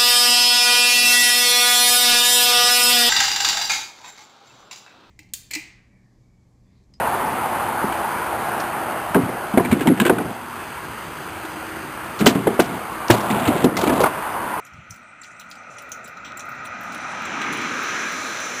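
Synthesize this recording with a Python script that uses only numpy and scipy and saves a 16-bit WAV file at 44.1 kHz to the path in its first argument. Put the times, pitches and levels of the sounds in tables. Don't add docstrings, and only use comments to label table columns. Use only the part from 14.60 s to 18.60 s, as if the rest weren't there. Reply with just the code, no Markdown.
import sys
import numpy as np
from scipy import signal
from scipy.fft import rfft, irfft
from scipy.io import wavfile
from scipy.ndimage import uniform_filter1d

SR = 44100
rng = np.random.default_rng(int(sys.argv[2]) if len(sys.argv) > 2 else 0)


def file_out(sig):
    cols = np.atleast_2d(sig).T
    lim = np.clip(cols, -1, 1)
    pcm = np.round(lim * 32767).astype(np.int16)
    wavfile.write(sys.argv[1], SR, pcm)


def ratio_of_db(decibels):
    return 10 ** (np.asarray(decibels, float) / 20)


N = 176400
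F = np.fft.rfftfreq(N, 1 / SR)

# time_s, level_db, brightness_db_per_octave, engine_rumble_db, mirror_lag_ms, tread_bite_db
CAR_APPROACH = [
    (0, -58, 6.5, 14.5, 1.39, 9.5),
    (.62, -55.5, -1, 9, 1.14, 3),
    (1.17, -47, 0, 4.5, 1.47, -2),
    (1.76, -43.5, -3, 6.5, 1.27, -6),
    (2.1, -39, -3.5, 2, 1.33, -1.5),
    (2.5, -33, -1, -3.5, 1.2, -1.5),
    (2.82, -29.5, 0, 1.5, 0.95, 3),
    (3.3, -28, 5, -7, 0.62, 3.5),
    (3.65, -27, 5.5, -10.5, 0.51, -2),
    (4, -28.5, 6, -15, 0.47, 1),
]
# frequency_hz, density_db_per_hz
TYRE_SPECTRUM = [(24, -74), (40, -31.5), (241, 0.5), (449, -5), (1250, -3.5), (4680, -17), (6160, -16),
                 (8110, -37), (15500, -41.5)]
# start_s, peak_db, brightness_db_per_octave, scrape_ms
EARLY_HOOF_FALLS = [(0.0495, -44, 11, 2.9), (0.064, -39, -1, 11), (0.1344, -47, -9, 6.6),
                    (0.307, -26.5, 3, 4.6), (0.3414, -37.5, -6, 5.3), (0.361, -40, 0, 4.9),
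                    (0.618, -47, -7, 6), (0.6334, -39, -6, 8.1), (0.643, -39, -7, 6.5),
                    (0.7625, -49, -10, 6.8), (0.7957, -30.5, 3, 8), (0.8104, -36, -9, 10.6),
                    (0.9014, -40, 12, 4.8), (0.9125, -35.5, -5.5, 6), (0.9532, -42, -9, 8.9),
                    (1.119, -45, -10, 6), (1.1454, -49, 0, 6), (1.1838, -34.5, -8.5, 13),
                    (1.22, -34.5, 7, 8.5), (1.2914, -47, 17, 6), (1.3172, -22.5, 1, 6),
                    (1.3255, -29, 0, 7.8), (1.4431, -37, 8, 8.6), (1.4574, -46, -12, 12),
                    (1.476, -35, -5.5, 11), (1.57, -44, -6, 6.8)]
# start_s, peak_db, brightness_db_per_octave, scrape_ms
LATE_HOOF_FALLS = [(1.647, -40.5, -10.5, 36), (1.771, -28, 2, 6.9), (1.794, -26, -3, 4.4),
                   (1.804, -36, -6, 9), (1.852, -44, 13, 6), (1.889, -37, 22, 4), (1.917, -42, -5, 5.4),
                   (1.949, -50, 0, 16), (2.04, -51, 5, 6), (2.052, -37.5, -8.5, 5.7), (2.07, -40, -1, 8.8),
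                   (2.209, -44, 19, 4.7), (2.233, -32, 11, 3.1), (2.274, -40, -1, 7), (2.32, -34, -3, 12),
                   (2.345, -26.5, -2, 8.6), (2.377, -35, 6, 7), (2.619, -40, 4, 6), (2.652, -29.5, -2, 7),
                   (2.815, -24.5, -7, 8), (2.925, -22, 2, 15), (2.971, -25.5, 7, 5.7), (3.015, -27.5, 9, 6),
                   (3.23, -29.5, 10, 7), (3.34, -37, 8, 4), (3.52, -32, 10, 4), (3.691, -31, 7, 5),
                   (3.801, -31, 11, 11), (3.855, -31, 15, 9)]
# frequency_hz, gain_db
HOOF_SPECTRUM = [(300, -26), (1000, -24), (3000, 7), (6000, 14), (9000, 3), (12000, 4), (15500, 9.5)]
# start_s, pitch_hz, level_db
SHOE_RINGS = [
    (.05, 11600, -40.5),
    (.051, 6800, -39.5),
    (.615, 7490, -32.5),
    (1.169, 6700, -41),
    (1.292, 11200, -44),
    (1.772, 7480, -30.5),
    (2.052, 15100, -38),
    (2.62, 12600, -42),
    (2.653, 7470, -33),
]
# start_s, length_s, level_db, centre_hz
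HOOF_DRAGS = [
    (0.298, 0.047, -50, 10500),
    (0.626, 0.13, -51.5, 6200),
    (0.886, 0.076, -50.5, 6800),
    (1.1, 0.23, -53, 6000),
    (1.429, 0.097, -55, 7800),
    (1.784, 0.16, -65, 9000),
    (2.048, 0.031, -45.5, 9000),
    (2.196, 0.75, -55, 8040),
]
# start_s, length_s, start_pitch_hz, end_pitch_hz, level_db
BIRD_CHIRPS = [
    (.19, .035, 7000, 5500, -67),
    (.66, .05, 6900, 6100, -64),
]
# centre_s, level_db, half_length_s
WIND_PUFFS = [
    (0.147, -46.5, 0.034),
    (0.204, -46, .03),
    (0.314, -44.5, 0.035),
]
# frequency_hz, gain_db
WIND_SPECTRUM = [(40, -17), (90, 0.5), (170, 1.5), (300, -30), (900, -60)]
# centre_hz, width_hz, level_db
FAR_BANDS = [(108, 69, -5.5), (650, 173, -8), (1283, 150, 0.5), (1404, 175, 4.5), (1963, 247, -1),
             (2474, 407, -6)]
# time_s, level_db
FAR_SWELL = [(0, -49.5), (.6, -47.5), (1.2, -44), (1.9, -39.5), (2.4, -37.5), (4, -41)]
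# centre_hz, width_hz, gain_db
CASE_RESONANCES = [(292, 53, 0), (1242, 82, 7), (1598, 170, 6), (2160, 67, 2.5), (2396, 317, 6),
                   (4090, 480, 7), (4580, 1500, -9.5), (6010, 167, 6.5), (6440, 150, -2), (7280, 560, 6),
                   (9220, 290, 5), (14040, 3130, -13), (15000, 1000, 7.5)]


def level(x, db):
    return x * ratio_of_db(db) / np.sqrt(np.mean(x ** 2))


def on_log(points):
    hz, db = np.array(points, float).T
    return np.interp(np.log(F + 1), np.log(hz), db)


def colour(x, db):
    cepstrum = irfft(db * np.log(10) / 20, N)
    cepstrum[1:N // 2] *= 2
    cepstrum[N // 2 + 1:] = 0
    return irfft(rfft(x) * np.exp(rfft(cepstrum)), N)


def walk(rate_hz):
    hold = int(SR / rate_hz)
    steps = np.repeat(rng.standard_normal(N // hold + 1), hold)
    smooth = uniform_filter1d(uniform_filter1d(steps, hold), hold)
    return 1.3 * smooth[:N]


def car(t):
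    swell_db, flicker_db, mirror_gain = .7, 1.4, 0.52
    approach = np.array(CAR_APPROACH).T
    db, tilt, rumble, lag_ms, bite = (np.interp(t, approach[0], column) for column in approach[1:])
    tyre_gain = ratio_of_db(on_log(TYRE_SPECTRUM)) / (1 + (85 / (F + 1)) ** 3)
    tyres = level(irfft(rfft(rng.standard_normal(N)) * tyre_gain, N), 0)
    spectrum = rfft(tyres)
    roar, swell = 0, walk(2.22)
    for octave in np.arange(-11, 8) / 2:
        window = np.clip(1 - 2 * abs(np.log2(F / 1500 + 1e-9) - octave), 0, 1)
        band = irfft(spectrum * window, N)
        low = 1 / (1 + 2 ** (2 * (octave + 2)))
        band_db = db + tilt * np.clip(octave - 1, 0, 1.9) + rumble * low + bite * (0 < octave < 1.4)
        band_db = band_db + swell_db * swell + flicker_db * (1 + low) * walk(9)
        roar = roar + band * ratio_of_db(band_db)
    dull = irfft(rfft(roar) / (1 + (F / 1000) ** 4), N)
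    late = np.interp(t - lag_ms / 1000, t, dull)
    return roar + mirror_gain * late


def hoof_falls():
    grains_per_s, grain_spread_db, ragged_db = 2200, 2.6, 6.5
    tail_db, tail_s, attack_s = -18, .03, 0.00068
    hits = np.zeros(N)
    u = np.arange(SR // 8) / SR
    octave = np.log2(np.fft.rfftfreq(len(u), 1 / SR) / 8000 + .02)
    for start, db, tilt, scrape_ms in list(EARLY_HOOF_FALLS) + list(LATE_HOOF_FALLS):
        noise = rng.standard_normal(len(u))
        clicks = rng.random(len(u)) < grains_per_s / SR
        size = ratio_of_db(grain_spread_db * rng.exponential(size=len(u)))
        grit = clicks * np.sign(noise) * size + 0.53 * noise
        shape = np.exp(-u * 1000 / max(scrape_ms, .5)) * (1 - np.exp(-u / attack_s))
        tail = ratio_of_db(tail_db) * noise[::-1] * np.exp(-u / tail_s)
        hit = grit * shape + tail
        ragged = np.interp(np.arange(len(octave)), np.linspace(0, len(octave), 24), rng.standard_normal(24))
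        hit = irfft(rfft(hit) * ratio_of_db(tilt * np.clip(octave, -2, .5) + ragged_db * ragged), len(u))
        i = int(start * SR)
        hits[i:i + len(u)] += ratio_of_db(db - 11) * hit[:N - i]
    return colour(hits, on_log(HOOF_SPECTRUM))


def shoe_rings():
    trim_db, decay_60db_s = -2, .035
    rings = np.zeros(N)
    u = np.arange(SR // 8) / SR
    for start, hz, db in SHOE_RINGS:
        i = int(start * SR)
        wobble = 7 * uniform_filter1d(rng.standard_normal(len(u)), size=60)
        tone = np.sin(2 * np.pi * hz * u + wobble)
        decay = ratio_of_db(db + trim_db - 60 * u / decay_60db_s)
        rings[i:i + len(u)] += decay * tone * (1 - np.exp(-u / .0007))
    return rings


def hoof_drags(t):
    drags = np.zeros(N)
    for start, length, db, hz in HOOF_DRAGS:
        band = 1 / (1 + (np.log2(F / hz + 1e-9) / 0.31) ** 2)
        drag = irfft(rfft(rng.standard_normal(N)) * band, N)
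        p = np.clip((t - start) / length, 0, 1)
        drags += level(drag, db) * ratio_of_db(3.5 * walk(90)) * p ** .25 * (1 - p)
    return drags


def cart(t):
    cart_db, centre_hz, patchy_db, nearer_db_per_s = -72.5, 6000, 5, 0.53
    hiss, rustle = rfft(rng.standard_normal(N)), 0
    for hz in centre_hz * 1.17 ** np.arange(-3, 3):
        band = irfft(hiss / (1 + ((F - hz) / (.07 * hz)) ** 4), N)
        flutter_db = patchy_db * (walk(8.45) + walk(35.24))
        rustle = rustle + level(band, cart_db - 7.5) * ratio_of_db(flutter_db + nearer_db_per_s * t)
    return rustle


def bird(t):
    song = 0
    for start, length, from_hz, to_hz, db in BIRD_CHIRPS:
        p = np.clip((t - start) / length, 0, 1)
        phase = 2 * np.pi * np.cumsum(from_hz + (to_hz - from_hz) * p) / SR
        song = song + ratio_of_db(db) * np.sin(np.pi * p) * np.sin(phase)
    return song


def wind(t):
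    rumble = level(colour(rng.standard_normal(N), on_log(WIND_SPECTRUM)), 0)
    return rumble * sum(ratio_of_db(db) * np.exp(-((t - centre) / width) ** 2) for centre, db, width in WIND_PUFFS)


def far_road(t):
    power = sum(ratio_of_db(2 * db) / (1 + (2 * (F - hz) / width) ** 6) for hz, width, db in FAR_BANDS)
    hum = level(irfft(rfft(rng.standard_normal(N)) * np.sqrt(power), N), 0)
    swell_db = np.interp(t, *np.array(FAR_SWELL).T)
    return hum * ratio_of_db(swell_db + .7 * walk(4.9))


def scene():
    t = np.arange(N) / SR
    hooves = hoof_falls() + shoe_rings() + hoof_drags(t)
    return (car(t) + hooves + cart(t) + bird(t) + wind(t) + far_road(t))[None]


def roll_off(x):
    return signal.sosfilt(signal.butter(12, 16620, fs=SR, output="sos"), x)


def record(dry):
    top_hz = 15480
    db = sum(gain / (1 + (2 * (F - hz) / width) ** 2) for hz, width, gain in CASE_RESONANCES)
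    db = db - np.clip((F - top_hz) / 80, 0, 1) * 22
    db = db - np.clip((F - top_hz) / 1000, 0, 1) * 25
    mix = colour(dry[0], db)[None]
    return roll_off(mix)


dry = scene()
out = record(dry)
file_out(out)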